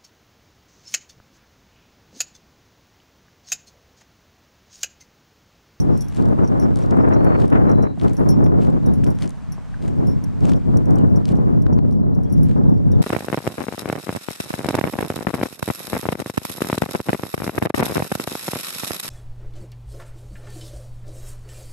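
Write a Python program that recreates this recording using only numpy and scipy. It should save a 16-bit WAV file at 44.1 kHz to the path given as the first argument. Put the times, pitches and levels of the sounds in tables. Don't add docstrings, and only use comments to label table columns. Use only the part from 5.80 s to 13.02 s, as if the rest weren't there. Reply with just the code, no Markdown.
import sys
import numpy as np
from scipy import signal
from scipy.fft import rfft, irfft
from scipy.io import wavfile
from scipy.ndimage import uniform_filter1d, minimum_filter1d

SR = 44100
rng = np.random.default_rng(int(sys.argv[2]) if len(sys.argv) > 2 else 0)


def pcm_store(signal):
    levels = np.round(np.clip(np.atleast_2d(signal), -1, 1) * 32767)
    wavfile.write(sys.argv[1], SR, levels.astype(np.int16).T)


N = 318402
T, FREQS = np.arange(N) / SR, np.maximum(np.fft.rfftfreq(N, 1 / SR), 1)

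# start t/s, end t/s, buffeting level/dB, rush of the breaking flow level/dB,
# sag of the rush/(dB/s)
GUSTS = [(0.043, 0.09, -10.5, -34, 8), (0.1, 0.149, -12.5, -31.5, 20), (0.402, 0.44, -12, -28.5, 0),
         (0.456, 0.53, -10, -25.5, -3), (0.601, 0.65, -11.5, -24.5, 60), (0.711, 0.93, -12, -25, 29),
         (0.977, 1.11, -15, -29, 25), (1.136, 1.242, -9.5, -21, -8), (1.274, 1.42, -10.5, -21, 22),
         (1.46, 1.555, -11.5, -21.5, -45), (1.582, 1.642, -8.5, -22.5, 38), (1.735, 1.765, -12, -16.5, -12),
         (1.806, 1.911, -9.5, -20.5, 16), (1.926, 2.026, -10, -29, -30), (2.052, 2.058, -13, -20, 0),
         (2.241, 2.323, -13, -28, 102), (2.416, 2.505, -10, -23.5, 50), (2.535, 2.895, -8.5, -31, 0),
         (2.943, 2.966, -11.5, -31.5, 20), (3.048, 3.133, -9, -34, 1), (3.203, 3.24, -8.5, -46.5, 0),
         (3.297, 3.284, -8.5, -24.5, 0), (3.449, 3.454, -18.5, -38, 30), (3.707, 3.712, -21.5, -81, 0),
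         (4.042, 4.18, -18, -44, -26), (4.202, 4.3, -11.5, -34.5, 23), (4.36, 4.373, -12.5, -54, 0),
         (4.642, 4.706, -10.5, -34, -17), (4.73, 4.766, -7.5, -33, 0), (4.89, 4.91, -10, -40, 0),
         (4.937, 5.006, -9.5, -34, -25), (5.091, 5.405, -9, -32, 5), (5.519, 5.795, -9.5, -31, 23),
         (5.85, 5.98, -9.5, -40.5, -36), (6.026, 6.134, -11, -47.5, 3), (6.163, 6.414, -11, -42.5, -4),
         (6.554, 6.72, -6, -51, 0), (6.779, 6.997, -8, -32.5, 59), (7.073, 7.223, -8.5, -40.5, -13)]
GUST_ATTACK_S, GUST_RELEASE_S = 0.039, 0.041
BUFFET_SAG_DB_PER_S = 6
# t/s, buffeting level/dB
BREEZE = [(0, -11.5), (0.33, -23), (0.65, -25), (1.7, -15), (2.15, -19.5), (2.35, -22), (2.52, -16),
          (3.1, -14), (3.45, -22), (3.6, -28), (3.95, -27.5), (4.1, -15.5), (4.5, -18), (5.8, -13.5),
          (6.5, -14), (7.22, -16)]
BREEZE_RUSH_DB, RUSH_PER_BUFFET = -10, 2.51
# f/Hz, relative level/(dB per Hz)
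WIND_COLOUR = [(20, -61), (40, -34.5), (85, -25.5), (150, -24.5), (210, -25.5), (300, -24.5), (500, -30.5),
               (1000, -37.5), (1400, -42), (2000, -50.5), (2600, -56.5), (3300, -68.5), (4500, -79.5)]
# f/Hz, weight/1
RUSH_SHARE = [(170, 0.021), (300, 0.41), (500, 0.52), (1000, 0.74), (2500, 1.63)]
# f/Hz, middle relative to side level/dB
WIND_COMMON = [(30, -13), (85, -15.5), (170, -13), (300, -11), (700, -12), (2000, -5.5)]

FIELD_DB = -68.5
# middle t/s, depth level/dB, half length t/s
DIPS = [(1.65, 2, 0.37), (2.1, 6, 0.091), (2.72, 5, 0.061), (5.286, 3, 0.041), (5.85, 3, 0.54),
        (6.17, 11.5, 0.2), (6.926, 7, 0.16)]
# f/Hz, relative level/(dB per Hz)
FIELD = [(60, 1.5), (300, -16.5), (600, -12.5), (1000, -12), (1250, -16.5), (1600, -18), (2400, -25.5),
         (3500, -31), (5000, -34), (8500, -38), (11000, -48.5), (15000, -55)]
# f/Hz, side to middle level/dB
FIELD_SIDE = [(100, 14), (600, -8), (2500, -4.5), (5000, -4.5), (8000, 0), (12000, 3)]

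# middle t/s, relative level/dB, half length t/s
CRUNCHES = [(0.367, -57, 0.033), (1.012, -58, 0.033), (1.619, -55.5, 0.029), (2.249, -59, 0.045),
            (2.833, -58, 0.029), (3.427, -52, 0.023), (4.06, -60.5, 0.029), (4.68, -52.5, 0.031),
            (5.498, -56.5, 0.018), (6.108, -70, 0.038), (6.698, -64, 0.039)]
# t/s, relative level/dB, centre f/Hz
SNAPS = [(0.3475, -34, 6000), (0.3634, -34, 6000), (0.3697, -32, 5000), (0.3757, -37, 6000),
         (0.424, -34.5, 7000), (0.456, -34, 7000), (0.487, -36.5, 10000), (0.9587, -30.5, 7000),
         (0.972, -34, 8000), (0.989, -32, 7000), (1.105, -38, 5500), (1.1097, -29.5, 5500),
         (1.172, -40, 8000), (1.29, -41, 10000), (1.5997, -33, 3500), (1.603, -40, 4000), (1.62, -44, 3000),
         (1.657, -41, 7000), (1.68, -34, 9000), (1.702, -38, 6000), (2.198, -30.5, 2960),
         (2.214, -31, 3500), (2.235, -34, 7000), (2.2824, -28, 3900), (2.296, -33, 4500),
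         (2.334, -34.5, 9000), (2.824, -34, 3500), (2.9034, -40, 9000), (3.2374, -30, 1500),
         (3.2424, -26, 11000), (3.266, -29, 2100), (3.388, -33, 5000), (3.4234, -22.5, 4000),
         (3.431, -29, 5000), (3.437, -35, 6000), (3.477, -31, 6040), (3.494, -29.5, 9000),
         (3.506, -32, 9000), (4.025, -37, 3800), (4.08, -34, 6000), (4.607, -37, 6000),
         (4.6538, -24.5, 6030), (4.6835, -39, 5000), (4.6946, -41, 6000), (4.735, -29.5, 3480),
         (5.108, -38, 7000), (5.186, -36, 7000), (5.455, -26.5, 6100), (5.4891, -30, 5000),
         (5.521, -36, 7000), (5.5554, -38, 9000), (5.985, -42, 4200), (6.112, -42, 8500),
         (6.7134, -38, 4000), (6.8403, -41.5, 3500)]
# f/Hz, relative level/(dB per Hz)
GRASS = [(400, 15.5), (1200, 11.5), (2500, 8), (4700, 2.5), (6500, -0.5), (9000, -1.5), (12000, -14.5),
         (14000, -23), (15500, -38)]
# f/Hz, side to middle level/dB
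GRASS_SIDE = [(400, -11), (3000, -13.5), (5500, -9), (8000, -2.5), (10000, 6.5), (15000, 7)]
FIBRE_S, SNAP_S = 0.0002, 0.0004

# t/s, relative level/dB, upper partials relative level/dB,
# larger ring relative level/dB, base ring time t/s, scrape relative level/dB
JINGLES = [(0.0024, -31.5, -11, -28, 0.077, -45), (0.174, -50, -3, -4, 0.13, -45),
           (0.208, -28, -11, -24, .06, -47), (0.22, -41.5, -10, -11, 0.12, -44),
           (0.2833, -44.5, -6, -14, 0.069, -49), (0.676, -37.5, -21, -18, 0.048, -50),
           (0.798, -39.5, -12, -5, 0.11, -52), (0.834, -42, -22, -7, 0.055, -56),
           (1.337, -39, -21, -20, 0.054, -55), (1.444, -47, 0.5, -22, 0.051, -60),
           (1.701, -56, 2, -12, 0.039, -55), (1.895, -47, -9, -14, 0.058, -56),
           (1.915, -41, -16, -19.5, 0.038, -53), (2.025, -45.5, -9, -12, 0.1, -49),
           (2.3335, -61, 6, -6, 0.34, -48), (2.368, -36.5, -11, -22, 0.048, -49),
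           (2.489, -31, -15, 2.5, 0.11, -37), (2.641, -42, -10.5, -11, 0.09, -54),
           (3.062, -42, -5, -25, 0.037, -43), (3.1374, -46.5, -2.5, -12, 0.073, -46),
           (3.243, -49, -11, -13, 0.056, -46), (3.272, -45, -2, -12, 0.055, -53),
           (3.304, -51, -1, -11.5, 0.057, -47), (3.7214, -42, -6.5, -7, 0.084, -52),
           (4.271, -50.5, -16, 11, .12, -51), (4.44, -36, -5.5, -29.5, 0.024, -57),
           (4.692, -44, -10, -10, .06, -55), (4.7606, -46, -12, -20, 0.041, -55),
           (4.9712, -33, -11.5, -29, 0.031, -45), (5.056, -51, -16, -14, .04, -55),
           (5.157, -42, -6, -23, 0.029, -52), (5.361, -38, -9, -25, 0.051, -53),
           (5.568, -49, -10, -13, 0.043, -58), (5.8215, -45, -7, -18, 0.035, -53),
           (5.928, -45, -11, -19, 0.06, -62), (6.1245, -51, -8, -14, .06, -55),
           (6.349, -49, -10, -14, 0.049, -58), (6.434, -55, -3, -12, 0.066, -59),
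           (6.5, -52, -14, -10, 0.13, -67), (6.5242, -41.5, -2.5, -18, 0.077, -49),
           (6.574, -55, -12, -8, 0.056, -60), (6.6317, -48, 8, -16, 0.066, -52),
           (6.894, -59.5, -4, -5, .12, -71), (7.1172, -45, -5, -10, 0.052, -54)]
# f/Hz, relative level/dB, share of the ring time/1, phase lead at left/rad
SMALL_RING = [(5740, -2, 0.47, .7), (5705, 0.5, 0.69, .7), (11020, 5, 1.2, 2.4), (11500, -6, 0.83, 1.4),
              (15684, -15, 1.1, 2.3)]
# f/Hz, relative level/dB, share of the ring time/1, phase lead at left/rad
LARGE_RING = [(5467, -2, 2, 0.64), (11080, 11.5, 0.8, 2.3), (11360, 3, 0.75, 1.9), (15110, -6, 1.3, 2.6)]
GRIP_T60_S = 0.012

# t/s, relative level/dB, crack relative to the swing level/dB
SLAPS = [(0.127, -8, -26), (0.595, -7, -18), (1.735, -6, -19), (1.758, -4, -14), (1.959, -7, -22),
         (2.02, -6, -26), (2.665, -3, -13), (5.167, -9, -22), (5.866, -4, -9), (5.966, -7, -27),
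         (5.99, -6, -11)]
# middle t/s, level/dB, half length t/s, pitch f/Hz
SLIDES = [(0.163, -59.5, 0.033, 5480), (0.654, -55, 0.013, 5750), (0.824, -53, .007, 5460),
          (1.028, -54, .005, 5700), (1.218, -60, 0.012, 5500), (1.329, -61, 0.0073, 5650)]
# t/s, length t/s, starting f/Hz, final f/Hz, glide t/s, relative level/dB
BIRDS = [(0.202, 0.063, 3680, 3150, .04, -67), (1.3, 0.355, 2890, 4330, 0.028, -67),
         (1.87, 0.27, 4040, 3890, .15, -71), (2.03, 0.12, 4220, 4100, 0.14, -77),
         (3.045, 0.061, 3930, 3770, 0.015, -66.5), (5.982, 0.027, 4620, 4200, 0.0069, -64),
         (5.163, 0.08, 3290, 2650, 0.038, -67), (6.155, 0.066, 4250, 6200, 0.092, -80),
         (6.224, 0.021, 4300, 3980, .01, -71), (6.331, 0.022, 3880, 4300, 0.011, -66),
         (6.455, 0.022, 3080, 3400, .01, -67), (6.85, 0.1, 4100, 3330, 0.048, -76),
         (6.97, 0.024, 4940, 4050, 0.014, -68), (7.12, 0.075, 3830, 3400, 0.036, -71)]
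# t/s, relative thud level/dB, peak scuff level/dB
HOOVES = [(2.175, -26, -32.5), (3.352, -28.5, -51), (3.43, -35, -47), (3.779, -29.5, -31.5),
          (4.89, -16.5, -40), (5.51, -8, -44), (5.587, -12.5, -28), (5.925, -12.5, -30),
          (6.05, -16.5, -36.5), (6.123, -16, -48), (6.198, -18, -40), (6.279, -22, -48),
          (6.386, -18.5, -35)]
# f/Hz, relative level/dB, 60 dB decay t/s
TURF = [(133, -10, 0.036), (204, 30.5, 0.05), (290, 7, 0.11), (435, -23, 0.028), (700, -31, .025)]
# t/s, f/Hz, relative level/dB, 60 dB decay t/s
KNOCK = [(3.942, 1540, -33, .028), (3.941, 1740, -38, .016)]
CUTOFF_HZ = 15900


def from_db(db):
    return np.exp(np.asarray(db) * np.log(10) / 20)


def rms_one(x):
    return x / np.sqrt(np.mean(x ** 2) + 1e-20)


def at_hz(points, hz):
    f, value = np.transpose(points)
    return np.interp(np.log(hz), np.log(f), value)


def colour(x, spectrum):
    return irfft(rfft(x) * from_db(at_hz(spectrum, FREQS)), N)


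def drift(rate_hz):
    spectrum = rfft(rng.standard_normal(N)) / (1 + (FREQS / rate_hz) ** 2)
    return rms_one(irfft(spectrum, N))


def hiss():
    return rng.standard_normal((2, N)) * np.sqrt(SR / 2)


def stereo(mid, side):
    return np.array([mid + side, mid - side])


def add(out, s, sound):
    i = max(round(s * SR), 0)
    out[..., i:i + sound.shape[-1]] += sound[..., :out.shape[-1] - i]


def band(x, low_hz, high_hz, order=1):
    edges = [low_hz, min(high_hz, SR / 2 - 1000)]
    return signal.sosfilt(signal.butter(order, edges, "band", fs=SR, output="sos"), x)


def gusts():
    breeze_db = np.interp(T, *np.transpose(BREEZE))
    buffet = from_db(breeze_db)
    rush = from_db(BREEZE_RUSH_DB + RUSH_PER_BUFFET * breeze_db)
    for start, end, buffet_db, rush_db, sag in GUSTS:
        age = np.clip(T - start, 0, end - start)
        attack = (np.maximum(start - T, 0) / GUST_ATTACK_S) ** 2
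        release = np.maximum(T - end, 0) / GUST_RELEASE_S
        shape = np.exp(-np.minimum(attack + release, 20))
        buffet = np.maximum(buffet, shape * from_db(buffet_db - BUFFET_SAG_DB_PER_S * age))
        rush = np.maximum(rush, shape ** 2 * from_db(rush_db - sag * age))
    return 20 * np.log10([buffet, rush])


def wind(lump_db=1.34, flutter_db=3.0, lump_hz=16, flutter_hz=45, left_db=2.5):
    buffet_db, rush_db = gusts()
    lumps, flutter = drift(lump_hz), drift(flutter_hz)
    eddies = rfft(hiss()) * from_db(at_hz(WIND_COLOUR, FREQS))
    eddies[0] *= from_db(at_hz(WIND_COMMON, FREQS))
    out = np.zeros((2, N))
    for hz in 20 * 2. ** np.arange(9):
        octave = np.maximum(1 - np.abs(np.log2(FREQS / hz)), 0)
        share = at_hz(RUSH_SHARE, hz)
        level_db = (1 - share) * buffet_db + share * rush_db
        level_db = level_db + lump_db * lumps + share * flutter_db * flutter
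        balance_db = share * left_db * (hz < 1000) * np.array([[1], [-1]])
        out += stereo(*irfft(eddies * octave, N)) * from_db(level_db) * from_db(balance_db)
    return out


def background_db():
    return FIELD_DB - sum(depth * np.exp(-.5 * ((T - s) / half) ** 2) for s, depth, half in DIPS)


def field():
    mid, side = colour(hiss(), FIELD)
    return stereo(mid, colour(side, FIELD_SIDE)) * from_db(background_db())


def grass(fibres_per_s=1100, size_db=3.0, clump_db=2.5, clump_hz=110, crunch_db=5, snap_db=0,
          splinter_db=-12, splinter_s=0.0025, snap_width=1.53, rub_db=-5, stir_db=1):
    pull = sum(from_db(db + crunch_db) * np.exp(-.5 * ((T - s) / half) ** 2) for s, db, half in CRUNCHES)
    pull = pull + from_db(background_db() + stir_db)
    is_break = rng.random(N) < fibres_per_s / SR
    break_db = size_db * np.minimum(rng.exponential(1, N), 3) + clump_db * drift(clump_hz)
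    breaks = is_break * from_db(break_db)
    cracks = rms_one(signal.lfilter([1], [1, -np.exp(-1 / (FIBRE_S * SR))], breaks))
    roughness = rms_one(np.hypot(cracks, from_db(rub_db)))
    tearing = pull * roughness * rng.standard_normal((2, N))
    t = np.arange(SR // 50) / SR
    snap = np.exp(-t / SNAP_S) + from_db(splinter_db) * np.exp(-t / splinter_s)
    for s, db, hz in SNAPS:
        burst = from_db(db + snap_db) * snap * rng.standard_normal((2, len(t)))
        add(tearing, s, band(burst, hz / snap_width, hz * snap_width))
    mid, side = colour(tearing, GRASS)
    return stereo(mid, colour(side, GRASS_SIDE)) * from_db([[1.2], [-1.2]])


def clink(db, upper_db, large_db, t60, bounce=0.12, bounce_db=-6, scatter_db=3, contact_s=0.000097,
          tick_db=-19, tick_s=0.0005, tick_hz=10000, rattle_db=2, settle=0.6, rough=0.11, rough_hz=350,
          stiffen_hz=25, blur_hz=45):
    t = np.arange(SR // 8) / SR
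    out = np.zeros((2, len(t)))
    lags = np.cumsum(bounce * t60 * rng.uniform(.3, 1.7, 2))
    for lag, touch_db in [(0, 0), (lags[0], bounce_db), (lags[1], 2 * bounce_db)]:
        tick = band(rng.standard_normal((2, len(t))), tick_hz / 4, tick_hz, order=2)
        sound = from_db(tick_db) * tick * np.exp(-t / tick_s)
        for modes, ring_db in ((SMALL_RING, 0), (LARGE_RING, large_db)):
            for hz, mode_db, share, lead in modes:
                level_db = ring_db + mode_db + upper_db * (hz > 8000) + rng.normal(0, scatter_db)
                mode_t60 = t60 * share
                grip = min(GRIP_T60_S / mode_t60, 3)
                pitch = hz + stiffen_hz * grip * (.5 + rng.normal())
                wander = np.cumsum(rng.standard_normal(len(t))) * grip * np.sqrt(2 * np.pi * blur_hz / SR)
                port_phase = lead * np.array([[.5], [-.5]])
                phase = (2 * np.pi * pitch * t + wander + port_phase).astype(np.float32)
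                sound += from_db(level_db) * np.exp(-np.log(1000) * t / mode_t60) * np.sin(phase)
        add(out, lag, from_db(db + touch_db) * sound * (1 - np.exp(-t / contact_s)))
    rubbing = band(rng.standard_normal(len(t)), rough_hz / 10, rough_hz)
    out *= 1 + rough * rms_one(rubbing)
    chatter = (rng.random(len(t)) < 600 / SR) * rng.standard_normal((2, len(t)))
    out += from_db(db + rattle_db - 40 * t / t60) * band(chatter, 4500, 11000, order=3)
    return out / (1 + (t / (settle * t60)) ** 6)


def scrape(db, slide_s=0.0066, grit_per_s=2500, low_hz=5000, high_hz=11000, side_db=2):
    t = np.arange(SR // 8) / SR
    ticks = rng.random(len(t)) < grit_per_s / SR
    grit = ticks * np.sqrt(SR / grit_per_s) * np.exp(-t / slide_s)
    mid, side = band(grit * rng.standard_normal((2, len(t))), low_hz, high_hz, order=2)
    return from_db(db) * stereo(mid, from_db(side_db) * side)


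def jingles(level_db=-4, high_db=1, large_ring_db=1, left_db=1.0, faint_db=-1, faint_range_db=8,
            faint_upper_db=-8, faint_t60=0.08, count=12):
    out = np.zeros((2, N))
    for s, db, upper_db, large_db, t60, scrape_db in JINGLES:
        ringing = clink(db + level_db, upper_db + high_db, large_db + large_ring_db, t60)
        add(out, s, ringing + scrape(scrape_db))
    floor_db = background_db()
    for s, size in rng.random((count, 2)) * [T[-1], 1]:
        db = floor_db[int(s * SR)] + faint_db + faint_range_db * size
        add(out, s, clink(db, faint_upper_db, 0.0, faint_t60))
    return out * from_db([[left_db], [-left_db]])


def slaps(width_s=0.0013, crack_s=0.0018, crack_hz=950, common=0.28):
    out, t = np.zeros((2, N)), np.arange(-SR // 100, SR // 100) / SR
    swing = 2 * t / width_s * np.exp(-(t / width_s) ** 2)
    dull = signal.butter(2, crack_hz, fs=SR, output="sos")
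    for s, db, crack_db in SLAPS:
        burst = rng.standard_normal((2, len(t))) * np.exp(-(t / crack_s) ** 2)
        crack = signal.sosfilt(dull, burst)
        add(out, s + t[0], from_db(db) * (stereo(common * swing, swing) + from_db(crack_db) * crack))
    return out


def slides(width=0.016, left_db=1.0):
    out, t = np.zeros(N), np.arange(-SR // 10, SR // 10) / SR
    for s, db, half, hz in SLIDES:
        singing = rms_one(band(rng.standard_normal(len(t)), hz / (1 + width), hz * (1 + width)))
        add(out, s + t[0], from_db(db) * singing * np.exp(-.5 * (t / half) ** 2))
    return out * from_db([[left_db], [-left_db]])


def birds(waver=0.002, waver_hz=60, trill=0.025, level_db=4.5, fade_s=0.011, gusty_db=3.0, chirp_db=4,
          gusty_hz=60, trees_db=-5, trees_t60=0.2):
    out = np.zeros(N)
    unsteady, flicker = drift(waver_hz), np.minimum(drift(gusty_hz), 1)
    for s, length, start_hz, end_hz, glide, db in BIRDS:
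        t = np.arange(int(length * SR)) / SR
        slide = np.exp(-t / glide)
        wobble = waver + trill * slide * abs(start_hz - end_hz) / 1000
        hz = (end_hz + (start_hz - end_hz) * slide) * (1 + wobble * np.interp(s + t, T, unsteady))
        fade = np.minimum(np.minimum(t, length - t) / fade_s, 1)
        swell = fade * from_db((gusty_db + chirp_db * slide) * np.interp(s + t, T, flicker))
        add(out, s, from_db(db + level_db) * swell * np.sin(2 * np.pi * np.cumsum(hz) / SR))
    echoes = rng.standard_normal((2, SR // 4)) * from_db(-60 * T[:SR // 4] / trees_t60)
    echoes *= from_db(trees_db) / np.linalg.norm(echoes[0])
    return out + signal.fftconvolve(out[None], echoes, axes=1)[:, :N]


def hooves(level_db=-2, press_s=0.0051, scatter_db=-20, low_cut_hz=120, soft_hz=1800, scuff_s=0.004,
           scuff_low_hz=260, scuff_high_hz=1000):
    out, t = np.zeros(N), np.arange(SR // 8) / SR
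    turf = sum(from_db(g - 60 * t / t60) * np.sin(2 * np.pi * hz * t) for hz, g, t60 in TURF)
    turf = signal.sosfilt(signal.butter(2, low_cut_hz, "high", fs=SR, output="sos"), turf)
    turf = signal.sosfilt(signal.butter(2, soft_hz, fs=SR, output="sos"), turf)
    for s, db, scuff_db in HOOVES:
        push = rng.standard_normal(len(t)) * np.exp(-t / press_s) * from_db(scatter_db)
        push[0] += 1
        thud = signal.fftconvolve(push, turf)[:len(t)]
        scuff = rng.standard_normal(len(t)) * np.exp(-t / scuff_s)
        for _ in range(2):
            scuff = band(scuff, scuff_low_hz, scuff_high_hz, order=2)
        thud = from_db(db + level_db) * thud / np.abs(thud).max()
        scuff = from_db(scuff_db) * scuff / np.abs(scuff).max()
        add(out, s, thud + scuff)
    return stereo(out, 0)


def knock():
    out, t = np.zeros(N), np.arange(SR // 10) / SR
    for s, hz, db, t60 in KNOCK:
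        envelope = from_db(db - 60 * t / t60) * (1 - np.exp(-t / 0.00054))
        add(out, s, envelope * np.sin(2 * np.pi * hz * t))
    return stereo(out, 0)


def scene():
    return wind() + field() + grass() + jingles() + slaps() + slides() + birds() + hooves() + knock()


def record(dry):
    gain = minimum_filter1d(1 / np.maximum(np.abs(dry).max(axis=0), 1), size=SR // 200)
    limited = dry * uniform_filter1d(gain, size=SR // 200)
    return signal.sosfilt(signal.ellip(10, .1, 90, CUTOFF_HZ, fs=SR, output="sos"), limited)


dry = scene()
out = record(dry)
pcm_store(out)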